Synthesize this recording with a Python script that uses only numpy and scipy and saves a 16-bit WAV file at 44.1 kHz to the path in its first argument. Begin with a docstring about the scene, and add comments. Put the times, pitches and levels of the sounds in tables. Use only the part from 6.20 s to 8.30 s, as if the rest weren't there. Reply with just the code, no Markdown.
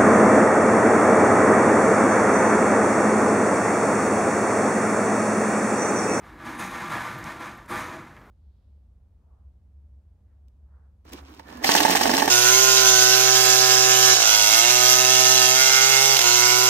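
"""A hand and a screwdriver rub on the knob of a plastic water tank, close to a mono microphone.
Each stroke is a rush of tiny frictional slips: they excite the modes of the shell, while finer grit
hisses at the contact, and the sound dies away slowly. The tank booms softly as it is pushed, and the
tool ticks against the screw. Dull room noise lies underneath."""
import sys
import numpy as np
from scipy import signal
from scipy.fft import rfft, irfft, next_fast_len
from scipy.io import wavfile
from scipy.ndimage import map_coordinates

SR = 44100
rng = np.random.default_rng(int(sys.argv[2]) if len(sys.argv) > 2 else 0)


def wav_record(signal):
    """Record a signal, one row per channel, as 16-bit PCM in the file named by sys.argv[1]."""
    frames = np.transpose(np.atleast_2d(signal))
    bounded = np.clip(frames, -1, 1)
    # unit amplitude maps onto the largest positive 16-bit level
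    quanta = np.round(bounded * 32767).astype(np.int16)
    wavfile.write(sys.argv[1], SR, quanta)


N = 92610

# Rubbing strokes. Each row: start in seconds, rise and hold of the hiss in seconds,
# levels of shell, hiss and fizz in dB, fall of shell and hiss in dB per second.
STROKES = [(0.005, 0.077, 0.011, -48, -82, -92, 67), (0.167, .07, 0.017, -42.5, -73, -85, 53),
           (0.244, .02, 0.021, -36.5, -52.5, -59, 38), (0.383, 0.022, 0.017, -33, -42.5, -48, 82),
           (0.489, 0.075, 0.025, -35.5, -51, -57.5, 56), (0.587, 0.033, .03, -36.5, -53, -64, 80),
           (0.684, 0.05, 0.024, -29.5, -51.5, -53, 92), (0.795, 0.023, 0.014, -36.5, -50.5, -56.5, 59),
           (0.846, 0.017, 0.015, -36, -59, -66, 37), (1.044, .022, 0.045, -37.5, -52.5, -59.5, 102),
           (1.19, 0.026, 0.047, -36.5, -53, -61.5, 100), (1.477, 0.051, 0.056, -31.5, -57, -50.5, 97),
           (1.524, 0.047, 0.05, -40.5, -46.5, -57, 90), (1.65, 0.039, 0.048, -41, -59.5, -81, 65)]
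# Distinct modes of the shell. Each row: frequency in Hz, bandwidth in Hz, relative gain in dB.
SHELL_MODES = [(140, 12, -5), (190, 12, -27), (344.9, 4.9, 7.5), (499, 15.4, -1), (638, 48, -4),
               (812, 11.3, 1), (965, 7.3, -4.5), (992.7, 34, 2.5), (1060, 35, 0), (1184.5, 21, 7),
               (1266, 7.2, 5), (1365.5, 17, 3), (1508, 17, 2), (1679, 7.9, 4), (1880, 15, -12.5),
               (2200, 25, -33), (2417, 20, -17), (3470, 8.4, -22), (3900, 23, -21)]
# Dense, weaker modes between them. Each row: frequency in Hz, relative gain in dB.
DENSE_MODE_SPECTRUM = [(40, -13), (100, -7), (300, -3.5), (430, -20.5), (700, -5.5), (1050, -4),
                       (1400, -7.5), (1900, -7.5), (2400, -14.5), (2800, -23), (3800, -22.5), (6000, -48),
                       (15000, -74)]
# Hiss of the sliding contact. Each row: frequency in Hz, relative gain in dB.
HISS_SPECTRUM = [(300, -6), (1500, 0), (2400, 11.5), (2900, -3.5), (3800, 2), (4600, -7.5), (6600, 4),
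                 (8000, -12.5), (10400, -36), (15700, -17)]
# Fizz above the hiss. Each row: frequency in Hz, relative gain in dB.
FIZZ_SPECTRUM = [(300, -52), (5000, -4), (8000, 0), (9100, 1.5), (9600, 7.5), (10400, -6.5), (11400, 3),
                 (13000, -8.5), (15700, -6)]
# Pushes on the tank. Each row: peak time in seconds, Gaussian width in seconds, pitch in Hz, level in dB.
PUSHES = [(.105, 0.044, 52, -53.5), (.13, 0.03, 324, -49), (.27, 0.036, 240, -45),
          (.345, 0.084, 303, -45.5), (.425, 0.077, 210, -42), (.695, 0.047, 205, -42.5),
          (.79, 0.095, 116, -48), (0.962, 0.027, 118, -42.5), (1.03, 0.041, 57.4, -45.5),
          (1.07, 0.04, 183, -45.5), (1.131, 0.17, 325, -50), (1.3, 0.016, 203, -46),
          (1.532, 0.017, 336, -38), (1.61, 0.082, 95, -50.5), (1.75, 0.087, 330, -48),
          (1.755, 0.028, 652, -45), (1.81, 0.025, 110, -49.5), (1.98, 0.031, 70.6, -51)]
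# Tool contacts. Each row: start in seconds, level in dB, centre frequency in Hz,
# Gaussian width in octaves, time to fall 60 dB in seconds.
TICKS = [(.347, -57, 9400, .03, .08), (.380, -51.5, 9800, 0.033, 0.035), (0.398, -41, 9700, .03, 0.042),
         (.926, -57, 13000, .15, 0.041), (0.985, -49, 13500, 0.13, 0.038), (.990, -54, 12000, .3, 0.011),
         (1.041, -37.5, 4500, 1.0, 0.018), (1.377, -53.5, 12600, .1, 0.01), (1.46, -54, 6900, 0.98, 0.015),
         (1.967, -46.5, 1680, 0.49, 0.076), (2.015, -56.5, 1700, 0.99, .05)]
# Room noise. Each row: frequency in Hz, relative gain in dB.
ROOM_SPECTRUM = [(20, -30), (32, -3), (48, 3.5), (110, 1), (200, -1.5), (340, -6), (450, -10.5), (1100, -8),
                 (2000, -15.5), (3000, -28.5), (5000, -34.5), (10000, -39), (15500, -36)]

SLIPS_PER_S, SLIP_SPREAD_DB = 7000, 1.5
GRIT_PER_S, GRIT_SPREAD_DB = 12000, 0.5
SHELL_WAVER_DB, HISS_WAVER_DB = 0.4, 1.3
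WALL_T60_S, WALL_DB = 0.093, -3
LOW_CUT_HZ, ROLL_OFF_HZ, TOP_HZ = 38, 14300, 15750


def rubbing():
    """Sliding friction: slips ring the shell, while finer grit hisses and fizzes at the contact."""
    shell_level, hiss_level, fizz_level = stroke_envelopes()
    shell = shell_ring() * shell_level
    hiss = contact_grit(HISS_SPECTRUM) * hiss_level
    fizz = contact_grit(FIZZ_SPECTRUM) * fizz_level
    waver = wobble(knots_per_s=180)
    return shell * amp(-SHELL_WAVER_DB * waver) + (hiss + fizz) * amp(-HISS_WAVER_DB * waver)


def stroke_envelopes():
    """Incoherent sounds add in power: overlapping strokes rise, hold and decay exponentially."""
    t, power = np.arange(N) / SR, np.zeros((3, N))
    for start, rise, hold, shell_db, hiss_db, fizz_db, fall in STROKES:
        falling_s = np.maximum(t - start - rise - hold, 0)
        # The fizz peaks first and dies fastest.
        layers = [(shell_db, 0.73, 1), (hiss_db, 1, 1), (fizz_db, 0.38, 1.12)]
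        for layer, (db, rise_share, fall_ratio) in enumerate(layers):
            attack = np.clip((t - start) / (rise * rise_share), 0, 1)
            power[layer] += (attack * amp(db - fall * fall_ratio * falling_s)) ** 2
    return np.sqrt(power)


def shell_ring():
    """Modal superposition: the shell answers the slips with the sum of its resonances."""
    modes = lambda f: sum(amp(db) * resonance(f, hz, width) for hz, width, db in SHELL_MODES)
    distinct = filtered(slips(SLIPS_PER_S, SLIP_SPREAD_DB), modes)
    diffuse = wall_ring(slips(SLIPS_PER_S, SLIP_SPREAD_DB))
    return unit(distinct + coloured(diffuse, DENSE_MODE_SPECTRUM))


def contact_grit(spectrum):
    """Shot noise: fine impulses come so densely that they merge into a hiss."""
    return unit(coloured(wall_ring(slips(GRIT_PER_S, GRIT_SPREAD_DB)), spectrum))


def slips(per_s, spread_db):
    """Stick-slip friction releases tiny impulses of random timing, sign and size."""
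    slipping = rng.random(N) < per_s / SR
    sign = rng.choice([-1, 1], N)
    return unit(slipping * sign * amp(spread_db * rng.standard_normal(N)))


def wall_ring(x):
    """Modal overlap: countless weak wall modes add a short, diffuse tail to every slip."""
    t = np.arange(SR // 4) / SR
    tail = rng.standard_normal(len(t)) * amp(-60 * t / WALL_T60_S)
    return x + amp(WALL_DB) * signal.fftconvolve(x, tail / np.linalg.norm(tail))[:N]


def tank_booms():
    """Narrow-band resonance: each push swells and fades as a boom of the filled tank, wavering in pitch."""
    t, out = np.arange(N) / SR, np.zeros(N)
    for peak, width, hz, db in PUSHES:
        band = filtered(rng.standard_normal(N), lambda f: resonance(f, hz, width_hz=68) ** 2)
        analytic = signal.hilbert(unit(band))
        boom = unit(analytic.real / np.sqrt(np.abs(analytic) ** 2 + 2))  # evens out the loudness
        swell = np.exp(-.5 * ((t - peak) / width) ** 2)
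        out += amp(db) * swell * boom
    return out


def screwdriver_ticks():
    """Damped impacts: each contact of the tip is a band of noise that decays exponentially."""
    t, out = np.arange(N) / SR, np.zeros(N)
    for start, db, hz, octaves, t60 in TICKS:
        band = lambda f: np.exp(-.5 * (np.log2((f + 1) / hz) / octaves) ** 2)
        envelope = (t >= start) * amp(db - 60 * np.abs(t - start) / t60)
        out += unit(filtered(rng.standard_normal(N), band)) * envelope
    return out


def room_noise(db=-50):
    """Stationary noise, strongest at low frequencies, forms a dull background."""
    return amp(db) * unit(coloured(rng.standard_normal(N), ROOM_SPECTRUM))


def amp(db):
    """Amplitude grows tenfold every 20 dB."""
    return 10 ** (np.asarray(db) / 20)


def unit(x):
    """Dividing by the RMS gives unit power."""
    return x / np.sqrt(np.mean(x ** 2) + 1e-20)


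def filtered(x, response):
    """A linear filter multiplies the spectrum by its frequency response."""
    size = next_fast_len(N + SR // 2)
    return irfft(rfft(x, size) * response(np.fft.rfftfreq(size, 1 / SR)), size)[..., :N]


def coloured(x, spectrum):
    """Spectral shaping: the gain joins (Hz, dB) points on a logarithmic frequency axis."""
    hz, db = np.transpose(spectrum)
    return filtered(x, lambda f: amp(np.interp(np.log(f + 1), np.log(hz + 1), db)))


def resonance(f, hz, width_hz):
    """A damped oscillator responds most at its natural frequency, here with unit gain."""
    return 1j * f * width_hz / (hz * hz - f * f + 1j * f * width_hz)


def wobble(knots_per_s):
    """Spline interpolation joins random knots into a smooth curve."""
    knots = rng.standard_normal(N // 20)
    return map_coordinates(knots, [np.arange(N) * knots_per_s / SR], mode="mirror")


def scene():
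    """Superposition: the pressures add at one point, the same in both channels."""
    mono = rubbing() + tank_booms() + screwdriver_ticks() + room_noise()
    return np.array([mono, mono])


def record(dry):
    """Band limiting cuts the deepest rumble, softens the top and passes nothing above TOP_HZ."""
    band = signal.butter(4, [LOW_CUT_HZ, ROLL_OFF_HZ], "bandpass", fs=SR, output="sos")
    return filtered(signal.sosfilt(band, dry), lambda hz: hz < TOP_HZ)


dry = scene()
out = record(dry)
wav_record(out)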